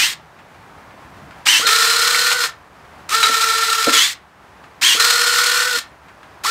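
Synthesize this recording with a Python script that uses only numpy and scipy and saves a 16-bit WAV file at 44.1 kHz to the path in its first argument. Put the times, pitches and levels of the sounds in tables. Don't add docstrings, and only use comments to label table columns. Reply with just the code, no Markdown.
import sys
import numpy as np
from scipy import signal
from scipy.fft import rfft, irfft, next_fast_len
from scipy.io import wavfile
from scipy.ndimage import map_coordinates

SR = 44100
rng = np.random.default_rng(int(sys.argv[2]) if len(sys.argv) > 2 else 0)


def dump_mix(stems):
    frames = np.atleast_2d(stems).T
    limited = np.clip(frames, -1, 1)
    pcm = np.round(limited * 32767).astype(np.int16)
    wavfile.write(sys.argv[1], SR, pcm)


N = 286902


def amp(db):
    return 10 ** (np.asarray(db) / 20)


def unit(x):
    return x / np.sqrt(np.mean(x ** 2) + 1e-20)


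def along(points, hz):
    f, v = np.transpose(points)
    return np.interp(np.log(hz + 1), np.log(f + 1), v)


def wobble(rate):
    return map_coordinates(rng.standard_normal(int(N * rate / SR) + 4), [np.arange(N) * rate / SR])


def filtered(x, response):
    m = next_fast_len(N + SR // 2)
    return irfft(rfft(x, m) * response(np.fft.rfftfreq(m, 1 / SR)), m)[:N]


def coloured_noise(spectrum):
    return unit(filtered(rng.standard_normal(N), lambda hz: amp(along(spectrum, hz))))


def since(s):
    return np.maximum(np.arange(N) / SR - s, 0)


def hump(s, width):
    return np.exp(-((np.arange(N) / SR - s) / width) ** 2)


def latest_stroke(rows):
    rows = np.array(rows)
    return rows[np.maximum(np.searchsorted(rows[:, 0], np.arange(N) / SR) - 1, 0)].T


# (frequency [Hz], relative level [dB])
ROOM_SPECTRUM = [(15, -50), (25, -12), (35, -21), (62, 1), (119, -4), (156, -1.5), (246, -8.5), (289, -4.5),
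                 (322, -7), (495, -7), (762, -2.5), (1110, -3.5), (1710, -8), (3260, -19.5), (15500, -37.5)]
# (time [s], level [dB])
ROOM_LEVEL = [(0, -43.5), (.3, -45.5), (.9, -43), (1.35, -41.5), (2.7, -46), (3, -41.5), (4.3, -48.5),
              (4.55, -44.5), (6, -46), (6.35, -43.5)]


def room_tone():
    level_db = np.interp(since(0), *np.transpose(ROOM_LEVEL))
    return coloured_noise(ROOM_SPECTRUM) * amp(level_db + .47 * wobble(23))


# (peak time [s], width [s], frequency [Hz], level [dB])
HUM = (0, 0.5, 156, -54.5)


def hum():
    s, width, hz, db = HUM
    envelope = amp(db + 2.5 * wobble(8)) * hump(s, width)
    return envelope * np.sin(2 * np.pi * hz * since(0) + .6 * wobble(12))


# (peak time [s], level [dB], rise [s], fall [s])
RUBS = [(1.1, -49.5, .5, .15), (1.24, -42.5, .05, .035)]


def rubbing():
    spectrum = [(30, -27), (90, -2), (170, -4), (290, -7.5), (450, -20), (2000, -49)]
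    t = since(0)
    swell = sum(amp(db) * np.exp(np.minimum((t - s) / rise, (s - t) / fall))
                for s, db, rise, fall in RUBS)
    return swell * coloured_noise(spectrum)


# (frequency [Hz], reverberation time T60 [s])
WALL_DECAY = [(200, .3), (1500, 0.26), (4000, 0.19), (12000, 0.097)]


def workshop(x, wet_db):
    hz, t, spectra = signal.stft(rng.standard_normal(SR // 2), SR, nperseg=256)
    tail = signal.istft(spectra * amp(-60 * t / along(WALL_DECAY, hz)[:, None]), SR, nperseg=256)[1]
    response = np.pad(tail, (SR // 250, 0)) / np.linalg.norm(tail)
    echo = signal.fftconvolve(x, response)[:N]
    return (x + amp(wet_db) * echo) / np.hypot(1, amp(wet_db))


# (time [s], frequency [Hz], level [dB])
SQUEAKS = [(1.662, 4200, -15), (1.666, 3750, -15), (3.239, 3900, -9), (5.012, 4120, -12.5)]


def squeaks(width_s):
    t, waver = since(0), .49 * wobble(270)
    return sum(amp(db) * hump(s, width_s) * np.sin(2 * np.pi * hz * t + waver) for s, hz, db in SQUEAKS)


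# (time [s], relative level [dB])
BUMPS = [(1.596, -19), (1.645, -24), (3.294, -19), (3.87, -7.5), (3.877, -8), (3.899, -23), (4.948, -21),
         (5.771, -28)]
# (frequency [Hz], relative level [dB], T60 [s])
WING_MODES = [(129, -23.5, 0.051), (224, -3, 0.047), (311, 1, 0.045), (359, -15.5, .07), (456, 2, 0.043),
              (548, 1, 0.034), (692, -8, 0.099)]


def wing_bumps(cutoff_hz):
    thuds, t = np.zeros(N + SR), np.arange(SR // 4) / SR
    for s, db in BUMPS:
        ring = sum(amp(level + rng.normal(0, 1.7) - 60 * t / t60)
                   * np.sin(2 * np.pi * (hz * t + rng.random())) for hz, level, t60 in WING_MODES)
        ring *= 1 - np.exp(-t / .001)
        thuds[round(s * SR):][:len(t)] += amp(db) * ring / np.abs(ring).max()
    return filtered(thuds[:N], lambda hz: (1j * hz / (cutoff_hz + 1j * hz)) ** 2)


# (time [s], relative level [dB])
AIRFRAME_TICKS = [(0.389, -34.5), (0.545, -36), (0.907, -36), (1.309, -29), (2.849, -38), (4.639, -33),
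                  (6.084, -33), (6.231, -31.5)]
# (time [s], relative level [dB])
CLACKS = [(1.4683, 1), (1.6906, 0.5), (2.1463, 0.5), (2.3164, 1.5), (2.4376, -1), (3.2287, 2.5),
          (3.238, -1.5), (3.894, 1)]
# (frequency [Hz], relative level [dB])
IMPACT_SPECTRUM = [(80, -42.5), (400, -13), (1200, 4), (2200, 6.5), (4000, -3), (8000, -8.5), (15000, -18)]


def impacts(events, t60, cutoff_hz):
    envelope, t = np.zeros(N + SR), np.arange(SR // 5) / SR
    for s, db in events:
        envelope[round(s * SR):][:len(t)] += amp(db - 60 * t / t60)
    cracks = envelope[:N] * rng.standard_normal(N)
    dulled = filtered(cracks, lambda hz: amp(along(IMPACT_SPECTRUM, hz)) / np.hypot(1, hz / cutoff_hz))
    return cracks.std() * unit(dulled)


def shaft(turns_hz, jitter, jitter_hz):
    return 2 * np.pi * np.cumsum(turns_hz * (1 + jitter * wobble(jitter_hz))) / SR


def whine(angle, orders, flutter_db, flutter_hz):
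    return unit(sum(amp(db + k * flutter_db * wobble(flutter_hz)) * np.sin(k * angle)
                    for k, db in orders))


PINION_TEETH = 9


def teeth(angle, scatter_db, grit):
    strikes = np.diff(np.floor(PINION_TEETH * angle / (2 * np.pi)), prepend=0)
    impulses = strikes * rng.choice([-1, 1], N)
    impulses *= amp(scatter_db * np.clip(rng.standard_normal(N), -2, 2))
    return unit(impulses) + grit * rng.standard_normal(N)


def resonance(x, centre_hz, width_hz):
    return unit(filtered(x, lambda f: 1j * f * width_hz / (centre_hz ** 2 - f ** 2 + 1j * f * width_hz)))


# (start [s], spin-up [s], slower servo's unloaded mesh frequency [Hz], peak load time [s],
# its speed loss there [fraction], relative rattle level [dB], relative whine level [dB])
DOOR_STROKES = [(-.075, .014, 3270, .012, 0.26, -15, -13.5), (1.454, .016, 3254, 1.555, .19, -15, -10),
                (3.921, .005, 3519, 3.99, .15, -15, -11.5), (4.812, .015, 3420, 4.918, .18, -14.5, -10.5)]
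DOOR_DRIVE_S, DOOR_RUN_S, DOOR_COAST_S = .12, .21, .0059
DOOR_ATTACK_S, DOOR_LOAD_S, DOOR_EASE_S = .0079, .036, .045
DROOP_DB_PER_S, RATTLE_BRAKE_DB_PER_S, WHINE_BRAKE_DB_PER_S = 14, 135, 277


def door_drive(fast_lead, fast_load_share):
    start, spin_s, free_hz, heaviest, sag, rattle_db, whine_db = latest_stroke(DOOR_STROKES)
    age, braking = since(start), since(start + DOOR_DRIVE_S)
    speed = free_hz * (1 - np.exp(-age / spin_s))
    load = sag * hump(heaviest, np.where(since(heaviest) > 0, DOOR_EASE_S, DOOR_LOAD_S))
    running = amp(-DROOP_DB_PER_S * age) * np.exp(-since(start + DOOR_RUN_S) / DOOR_COAST_S)
    onset = 1 - np.exp(-age / DOOR_ATTACK_S)
    rattle_gain = running * amp(rattle_db - RATTLE_BRAKE_DB_PER_S * braking) * onset
    whine_gain = running * amp(whine_db - WHINE_BRAKE_DB_PER_S * braking) * onset ** 3
    return speed * (1 + fast_lead - fast_load_share * load), speed * (1 - load), rattle_gain, whine_gain


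# (order [multiple of shaft speed], relative level [dB])
DOOR_ORDERS = [(1, -29), (3, -18), (5, -15), (6, -13), (9, 0), (18, -7.5), (27, -19)]
# (frequency [Hz], relative level [dB])
DOOR_GEAR_SPECTRUM = [(200, -71.5), (700, -17), (1050, -5.5), (1500, 0.5), (1950, 6.5), (2500, 3.5),
                      (4100, 6), (5100, 2.5), (6200, -1), (8000, 0.5), (11000, -12.5), (13600, -7.5),
                      (15700, -20)]


def door_servos():
    fast, slow, rattle_gain, whine_gain = door_drive(fast_lead=.025, fast_load_share=.5)
    tones, rattle = np.zeros((2, N))
    for mesh_hz, share in ((slow, 1), (fast, .7)):
        angle = shaft(mesh_hz / PINION_TEETH, jitter=.011, jitter_hz=700)
        rasp = amp(2.6 * wobble(350))
        tones += share * rasp * whine(angle, DOOR_ORDERS, flutter_db=.13, flutter_hz=150)
        rattle += share * amp(2 * np.sin(angle)) * teeth(angle, scatter_db=1, grit=.99)
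    rattle = unit(filtered(rattle, lambda hz: amp(along(DOOR_GEAR_SPECTRUM, hz))))
    singing = workshop(whine_gain * unit(tones), wet_db=-18)
    grinding = workshop(rattle_gain * rattle, wet_db=-11)
    return amp(1.63) * grinding + amp(-2.5) * singing


# (start [s], stop [s], gears bite [s], direction [1 out, 0 in], fast motor's top whine [Hz],
# slow motor's top whine [Hz], fast motor's climb [Hz/s], relative rattle [dB], relative whine [dB])
LEG_STROKES = [(1.596, 2.453, 1.665, 1, 1526, 1422, 180, -14, -24),
               (3.089, 3.993, 3.227, 0, 1370, 1338, 0, -19, -19),
               (4.946, 5.776, 4.995, 1, 1524, 1447, 100, -14.5, -24),
               (6.435, 7.27, 6.58, 0, 1405, 1371, 0, -19, -16.5)]
LEG_SPIN_S, LEG_ATTACK_S, LEG_COAST_S, LEG_MUTE_S = .014, .0035, .017, .005
SLACK_DB, TAKE_UP_S = -14.5, .003
BITE_DB, BITE_S, BITE_SAG, BITE_SAG_S = 7.5, .0096, .06, .022
UPRIGHT_LEAD_S, UPRIGHT_S, UPRIGHT_DB, UPRIGHT_GAIN = .085, .05, -4.5, .02
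LOCK_LEAD_S, LOCK_S, LOCK_SAG = .015, .04, .06
RATTLE_FADE_DB_PER_S, WHINE_FADE_DB_PER_S = 5, 2.5


def leg_drive(fast_load_share, slow_climb_share):
    start, stop, bite, outward, fast_hz, slow_hz, climb, rattle_db, whine_db = latest_stroke(LEG_STROKES)
    age, stopped = since(start), since(stop)
    spin = 1 - np.exp(-age / LEG_SPIN_S)
    engaged = 1 - np.exp(-since(bite) / TAKE_UP_S)
    slack = outward * (1 - engaged)
    drag_hz = climb * (1 - slack) * np.maximum(stop - start - age, 0)
    upright = outward * hump(stop - UPRIGHT_LEAD_S, UPRIGHT_S)
    lock = LOCK_SAG * outward * hump(stop - LOCK_LEAD_S, LOCK_S)
    speed_change = UPRIGHT_GAIN * upright - BITE_SAG * hump(bite + BITE_SAG_S, BITE_SAG_S)
    fast = spin * (fast_hz - drag_hz) * (1 + fast_load_share * speed_change - lock)
    slow = spin * (slow_hz - slow_climb_share * drag_hz) * (1 + speed_change - lock / 2)
    burst = engaged * np.exp(-since(bite) / BITE_S)
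    load_db = SLACK_DB * slack + BITE_DB * burst + UPRIGHT_DB * upright
    load_db -= RATTLE_FADE_DB_PER_S * outward * age
    running = (1 - np.exp(-age / LEG_ATTACK_S)) * np.exp(-stopped / LEG_COAST_S)
    whine_gain = amp(whine_db - WHINE_FADE_DB_PER_S * age) * spin ** 3.5 * np.exp(-stopped / LEG_MUTE_S)
    return fast, slow, amp(rattle_db + load_db) * running, whine_gain, outward


# (frequency [Hz], relative level [dB])
LEG_GEAR_SPECTRUM = [(100, -37.5), (350, -18), (600, -13), (800, -12), (1200, -0.5), (1600, -3.5),
                     (2300, 0.5), (3300, 1), (4500, 2), (6200, -2.5), (7900, -1), (11000, -12.5),
                     (13600, -10), (15700, -20)]
# (frequency [Hz], width [Hz], boost [dB])
HOUSING_MODES = [(1370, 257, 10), (1804, 115, 10.5), (3650, 200, 2), (4100, 280, 1.5), (5220, 160, 4)]


def gearbox_response(hz):
    peaks_db = sum(db / (1 + (2 * (hz - centre) / width) ** 2) for centre, width, db in HOUSING_MODES)
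    return amp(along(LEG_GEAR_SPECTRUM, hz) + peaks_db)


# (order [multiple of shaft speed], relative level out [dB], relative level in [dB])
LEG_ORDERS = [(1, -10.5, -17.5), (2, -19, -20.5), (3, 1.5, -0.5), (4, -10, -16), (5, -22, -16.5),
              (8, -18, -25.5), (11, -19, -25), (15, -17, -28)]


def leg_motors():
    fast, slow, rattle_gain, whine_gain, outward = leg_drive(fast_load_share=.3, slow_climb_share=.7)
    orders = [(k, in_db + outward * (out_db - in_db)) for k, out_db, in_db in LEG_ORDERS]
    tones, rattle, mesh = np.zeros((3, N))
    for whine_hz, tightness in ((fast, .6), (slow, 1)):
        drift = 1 + .004 * wobble(9)
        angle = shaft(whine_hz / 3 * drift, jitter=.002, jitter_hz=249.9)
        throb_db = (1.1 + .93 * outward) * np.sin(angle / 13)
        tones += whine(angle, orders, flutter_db=.2837, flutter_hz=70.3)
        mesh += tightness * amp(3 * throb_db) * np.sin(PINION_TEETH * angle + .9 * wobble(250))
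        tooth_load_db = throb_db + 2.4 * np.sin(angle) + 2.2 * wobble(160)
        rattle += tightness * amp(tooth_load_db) * teeth(angle, scatter_db=3.5, grit=.71)
    rattle = unit(filtered(rattle, gearbox_response))
    mesh = amp(-12) * rattle_gain * resonance(mesh, centre_hz=4170, width_hz=280)
    chug = (1 - outward) * wobble(45)
    singing = workshop((whine_gain * unit(tones) + mesh) * amp(2.1 * chug), wet_db=-20)
    grinding = workshop(rattle_gain * rattle * amp(.9 * chug), wet_db=-9.5)
    return amp(-.78) * grinding + amp(1.5) * singing


def scene():
    clacks = amp(-10.5) * impacts(CLACKS, t60=.035, cutoff_hz=12000)
    ticks = amp(-7.5) * impacts(AIRFRAME_TICKS, t60=.084, cutoff_hz=1800)
    contacts = clacks + ticks + amp(-2) * wing_bumps(cutoff_hz=90) + squeaks(width_s=.0092)
    mono = leg_motors() + door_servos() + workshop(contacts, wet_db=-8) + rubbing() + hum() + room_tone()
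    return np.array([mono, mono])


def record(dry):
    low_pass = lambda hz: np.clip((15750 - hz) / 200 + .5, 0, 1)
    return np.array([filtered(channel, low_pass) for channel in np.clip(dry, -1, 1)])


dry = scene()
out = record(dry)
dump_mix(out)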